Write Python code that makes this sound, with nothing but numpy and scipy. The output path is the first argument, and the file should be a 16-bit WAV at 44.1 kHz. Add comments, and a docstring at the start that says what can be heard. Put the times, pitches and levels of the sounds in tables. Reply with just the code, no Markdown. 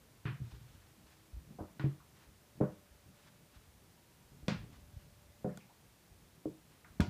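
"""A soft house rumble under microphone hiss is heard first; then heels, knees and hands thud on solid wooden
steps as someone climbs into a small loft, close to the microphone. Harder contacts also crack into the room,
cloth brushes now and then, and faint tones hum. Thuds are damped board modes set off by contacts, cracks are
coloured noise bursts with high modes and a room tail, cloth is grainy noise, rumble is two bands of uneven
noise, hums are sines."""
import sys
import numpy as np
from scipy import signal
from scipy.fft import rfft, irfft, next_fast_len
from scipy.io import wavfile
from scipy.ndimage import map_coordinates

SR = 44100
rng = np.random.default_rng(int(sys.argv[2]) if len(sys.argv) > 2 else 0)


def invert_db(x):
    """Field ratio 10**(x/20) for x, a level in decibels (scalar or array-like)."""
    u = np.asarray(x, float) / 20
    return 10 ** u


def digitize_waveform(pressure):
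    """Quantize a signal to 16-bit integers and store it at the path in sys.argv[1].

    Rows of a 2-D input are taken as channels; values are limited to [-1, 1].
    """
    field = np.atleast_2d(pressure).T
    bounded = np.clip(field, -1, 1)
    quanta = np.round(bounded * 32767).astype(np.int16)
    wavfile.write(sys.argv[1], SR, quanta)


N = 312669


def unit(x):
    """Normalization: scale a signal to rms 1."""
    return x / np.sqrt(np.mean(x ** 2) + 1e-20)


def along(points, hz):
    """Logarithmic pitch scale: read (f/Hz, value) points along a log frequency axis."""
    f, v = np.transpose(points)
    return np.interp(np.log(hz + 1), np.log(f + 1), v)


def wobble(rate):
    """Band-limited fluctuation: a smooth random curve with rate knots a second."""
    knots = rng.standard_normal(int(N * rate / SR) + 4)
    return map_coordinates(knots, [np.arange(N) * rate / SR])


def noise(spectrum):
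    """Spectral shaping: white noise filtered to a spectrum of (f/Hz, level/dB), rms 1."""
    m = next_fast_len(N + 8192)
    gain = invert_db(along(spectrum, np.fft.rfftfreq(m, 1 / SR)))
    return unit(irfft(rfft(rng.standard_normal(m)) * gain, m)[:N])


def add(out, s, sound):
    """Superposition: mix a sound in at s seconds."""
    part = out[round(s * SR):][:len(sound)]
    part += sound[:len(part)]


# spectrum of the microphone hiss: f/Hz, level/dB
HISS = [(100, -23.5), (200, -5), (400, -6), (700, -9), (1500, -12.5), (4000, -16), (15300, -20),
        (15380, -68)]


def microphone_hiss():
    """Stationary noise: the microphone's own hiss has a fixed spectrum and a steady level."""
    hiss_db = -67.5
    return invert_db(hiss_db) * noise(HISS)


# how much the shifting weight stirs the frame: t/s, level/dB before each part's own offset
WEIGHT = [(0.0, -63.5), (0.29, -68), (0.45, -64), (0.81, -65.5), (1.26, -67.5), (1.52, -60.5),
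          (2.09, -66.5), (3.65, -66.5), (4.05, -69), (4.32, -67.5), (4.56, -53.5), (4.76, -62.5),
          (5.37, -67), (5.57, -63), (5.81, -66.5), (6.24, -64.5), (6.83, -67), (7.09, -52)]
# spectra of the deep and the higher part of the rumble: f/Hz, level/dB
DEEP = [(20, -21), (45, -9), (65, -5), (100, -5.5), (140, -23), (200, -64)]
MURMUR = [(60, -76), (110, 6), (160, 7), (300, -5), (500, -15.5), (1000, -29), (2000, -64)]
# faint tones: start t/s, end t/s, f/Hz, rms level/dB about which it wavers
HUMS = [(0.792, 1.505, 318.4, -76.5), (2.3, 3.7, 583.4, -79.5), (3.901, 4.456, 952, -83),
        (4.7, 5.5, 584, -77)]


def house():
    """Forced vibration: shifting weight stirs the frame to a lumpy rumble; faint tones come and go above it."""
    deep_db, murmur_db = -2.5, -2  # the two parts relative to the stir level
    times, levels = np.transpose(WEIGHT)
    stir_db = np.interp(np.arange(N) / SR, times, levels)
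    deep = unit(invert_db(3 * wobble(9)) * noise(DEEP))
    out = invert_db(stir_db + deep_db + 1.5 * wobble(2.1)) * deep
    murmur = unit(invert_db(3.04 * wobble(17)) * noise(MURMUR))
    out += invert_db(stir_db + murmur_db) * murmur
    for start, end, hz, db in HUMS:
        t = np.arange(round((end - start) * SR)) / SR
        level = invert_db(db + 0.62 * wobble(4.6)[:len(t)])
        fade = signal.windows.tukey(len(t), 0.3)
        add(out, start, level * fade * np.sqrt(2) * np.sin(2 * np.pi * hz * t))
    return out


# strokes of cloth: t/s of the peak, level/dB at the peak, rise t/s, fall t/s
BRUSH = [(.5, -68.5, 0.13, 0.6), (1.11, -68.5, 0.12, 0.11), (2.178, -65.5, 0.045, 0.14),
         (3.22, -66.5, 0.091, 0.18), (3.56, -69, 0.052, 0.11), (4.72, -65, 0.022, .13),
         (5.0, -73, 0.11, .1), (6.73, -70, 0.041, 0.12)]
# spectrum of the brushing: f/Hz, level/dB
CLOTH = [(300, -34), (600, -4.5), (1000, -0.5), (2000, -4.5), (3500, -6.5), (6000, -11.5), (10000, -22),
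         (14000, -42)]


def cloth():
    """Friction noise: catching fibres give uneven grains of noise under each stroke."""
    t = np.arange(N) / SR
    stroke = np.zeros(N)
    for s, db, rise, fall in BRUSH:
        stroke += np.interp(t, [s - rise, s, s + fall], [0, invert_db(db), 0])
    grains = invert_db(2.8 * wobble(60))
    return stroke * unit(grains * noise(CLOTH))


# reverberation of the loft: f/Hz, t60 t/s
LOFT = [(100, 0.3), (500, 0.3), (2000, 0.33), (5000, 0.35), (12000, 0.024)]


def loft(x, wet_db):
    """Reverberation: convolve with a fresh noise tail in which each frequency decays at its own rate."""
    hz, t, z = signal.stft(rng.standard_normal(SR // 2), SR, nperseg=256)
    decay = invert_db(-60 * t / along(LOFT, hz)[:, None])
    tail = signal.istft(z * decay, SR, nperseg=256)[1]
    tail *= 1 - np.exp(-np.arange(len(tail)) / (0.0045 * SR))  # the walls answer one after another
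    return invert_db(wet_db) * signal.fftconvolve(x, tail / np.linalg.norm(tail))


def bell_db(hz, centre_hz, octaves):
    """Contact spectrum: frequencies are excited less the farther they lie from the centre."""
    return -6 * (np.log2((hz + 1) / centre_hz) / max(octaves, 0.1)) ** 2


# modes of the boards: f/Hz, level/dB before excitation, t60 t/s before damping
BOARDS = [(61.3, -3, 0.33), (77, 7.5, 0.078), (88.4, -2, 0.3), (103, -10.5, 0.096), (118, 2.5, 0.3),
          (140, 6, 0.39), (175, -4, 0.56), (200.2, -4.5, 0.25), (250, -8, .15), (316, 0, .3),
          (355, -3, .18), (410, -2, .18), (465, -4, .2), (511, -2, .22), (592, -4, .35), (713, 11, 0.093),
          (820, -18, .15), (949, 6, 0.12), (1200, -13, 0.13), (1441, 9.5, 0.14), (1590, -14, 0.11),
          (1765, -8, 0.13), (2080, -6, 0.24), (2455, 2, 0.14), (2710, -14, 0.3), (3424, 3, 0.11),
          (3700, -7, 0.11), (4720, -7, 0.16)]


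def ring(t, centre_hz, octaves, share, luck):
    """Modal superposition: one contact sets off the modes near a pitch as decaying sines; peak 1."""
    hz, level_db, t60 = np.transpose(BOARDS)
    strength_db = level_db + bell_db(hz, centre_hz, octaves) + luck
    near = strength_db > strength_db.max() - 40  # weaker modes are left out
    rate = 2j * np.pi * hz[near] - np.log(1000) / (t60[near] * max(share, 0.1))
    modes = invert_db(strength_db[near]) @ np.exp(np.outer(rate, t)).imag
    press = 1 - np.exp(-(centre_hz * t / 0.47) ** 2)  # the contact takes part of a cycle to press in
    sound = modes * press
    return sound / np.abs(sound).max()


def minimum_phase(gain):
    """Causality: fold the cepstrum of a gain curve forward in time, so nothing sounds before the contact."""
    cepstrum = irfft(np.log(gain + 1e-4))
    half = len(cepstrum) // 2
    cepstrum[1:half] *= 2
    cepstrum[half + 1:] = 0
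    return np.exp(rfft(cepstrum))


# hard contacts: t/s, burst level/dB before length scaling, centre f/Hz, decay constant t/ms,
# room level/dB before a common offset
CRACKS = [(0.254, -45, 1530, 7.5, 7), (1.590, -50.5, 800, 4.5, 8), (1.796, -38, 1296, 3, -1),
          (1.845, -48, 900, 4, -4), (2.0, -58.5, 1030, 7.1, -2), (2.608, -44, 714, 5.2, 8),
          (4.482, -28.5, 1360, 3.05, -1), (5.444, -53, 700, 3.7, 8.5), (5.446, -55, 1420, 3.3, -1),
          (5.488, -56.5, 1490, 7.6, 0), (5.574, -39, 3900, 0.45, -11), (5.576, -47.5, 890, 1, -8),
          (5.604, -60.5, 2300, 11, -3), (5.695, -58.5, 900, 5.2, -3), (6.457, -50.5, 664, 2.9, -4),
          (6.845, -51, 1360, 3.5, -1), (7.003, -32, 800, 8.8, -9), (7.005, -33, 3460, 2.05, -4)]


def cracks():
    """Impact noise: a short burst takes the contact's colour and rings high modes; the room carries both on."""
    spread_octaves, spread_at_db, wider_per_db = 0.85, -44.5, 0.0344  # harder contacts excite a wider band
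    out, t = np.zeros(N), np.arange(4096) / SR
    hz = np.fft.rfftfreq(len(t), 1 / SR)
    for s, db, centre_hz, ms, wet_db in CRACKS:
        octaves = spread_octaves + wider_per_db * (db - spread_at_db)
        colour = minimum_phase(invert_db(bell_db(hz, centre_hz, octaves)))
        decaying = rng.standard_normal(len(t)) * np.exp(-1000 * t / max(ms, 0.1))
        burst = irfft(rfft(decaying) * colour)
        size = invert_db(db) * np.sqrt(ms * SR / 4000)  # a longer burst holds more energy
        add(out, s, size * burst / np.linalg.norm(burst))

        scatter_db = 4 * rng.standard_normal(len(BOARDS))
        wood = ring(t, centre_hz, octaves, ms / 4, scatter_db)  # a longer contact rings longer
        add(out, s, invert_db(db - 6.0) * wood)

        click = irfft(colour)
        sent = click / np.linalg.norm(click) + 0.2 * wood / np.linalg.norm(wood)
        add(out, s, loft(size * sent, wet_db - 0.5))
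    return out


# thuds on the boards: t/s, push level/dB, best excited low f/Hz, upper knock level/dB over the push,
# share of the undamped ring length
THUDS = [(0.252, -29, 118, -11.5, 0.97), (0.285, -39.5, 135, -11, 0.7), (0.303, -39, 147, -15, 0.34),
         (0.324, -44, 165, -12, .41), (0.4, -38, 121, -18, 0.47), (0.414, -33.5, 104.2, -21, 0.65),
         (0.447, -55, 128, -29, 0.83), (0.521, -42.5, 58.4, -17, .8), (0.535, -44.5, 108, -12, .87),
         (0.61, -46.5, 128, -29, 1), (1.031, -56, 58.3, -19, .53), (1.328, -40, 58.6, -34, .9),
         (1.364, -39, 66, -34, .31), (1.587, -42, 221, 1.5, 0.87), (1.605, -38, 79, 2.5, 0.52),
         (1.795, -35.5, 140, -5.5, 0.78), (1.839, -23.5, 147, -9, 0.61), (1.861, -31.5, 140, -3, 0.2),
         (2.27, -52.5, 63, -15, 0.62), (2.603, -38, 140, 10.5, .36), (2.610, -20, 175.5, .6, 0.43),
         (2.63, -32.5, 205, -3.5, 0.55), (2.902, -54.5, 62, -24, .76), (3.058, -53.5, 95, -16, .65),
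         (3.559, -51.5, 64.5, -14, .62), (4.316, -53, 164, -7, 0.96), (4.427, -45.5, 66.5, -8, 0.23),
         (4.481, -23, 194, -4, 0.3), (4.519, -25.5, 186, -22, 0.35), (4.63, -46.5, 109, -7, 0.78),
         (4.933, -45, 79, -32, .52), (4.964, -39, 74, -42, .44), (5.445, -28, 181.8, -0.5, 0.68),
         (5.46, -37.5, 234, -3.5, .9), (5.574, -43, 176, -11, 0.11), (6.11, -49.5, 75, -31, .97),
         (6.456, -39, 154, 13, 0.42), (6.496, -43.5, 153, -14, 0.36), (6.998, -16, 209, -12.5, 0.13),
         (7.004, -22, 79, -13.5, .95), (7.076, -33, 119, -43, 0.79)]


def thuds():
    """Modal excitation: a push rings low modes, its harder edge knocks upper ones; the weight on top damps both."""
    knock_over_push, lowest_knock_hz = 2.44, 355  # pitch ratio of knock to push, and its lower limit
    out, t = np.zeros(N), np.arange(SR // 3) / SR
    scatter_db = 2.35 * rng.standard_normal((len(THUDS), len(BOARDS)))
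    for (s, db, low_hz, knock_db, share), luck in zip(THUDS, scatter_db):
        upper_hz = max(knock_over_push * low_hz, lowest_knock_hz)
        push = ring(t, low_hz, 0.23, share, luck)
        knock = invert_db(knock_db) * ring(t, upper_hz, 0.35, share, luck)
        add(out, s, invert_db(db) * (push + knock))
    return out + loft(out, wet_db=-13.0)[:N]


def scene():
    """Superposition: all sources add at one microphone."""
    return (house() + cloth() + cracks() + thuds())[None]


def band_limit(x):
    """A steep low-pass at the top of the band."""
    return signal.sosfilt(signal.butter(12, 15700, fs=SR, output="sos"), x)


def record(dry):
    """High-pass response: the microphone drops the deepest bass and adds its steady hiss."""
    low_cut_hz = 38
    high_pass = signal.butter(2, low_cut_hz, "highpass", fs=SR, output="sos")
    mix = signal.sosfilt(high_pass, dry) + microphone_hiss()
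    return band_limit(mix)


dry = scene()
out = record(dry)
digitize_waveform(out)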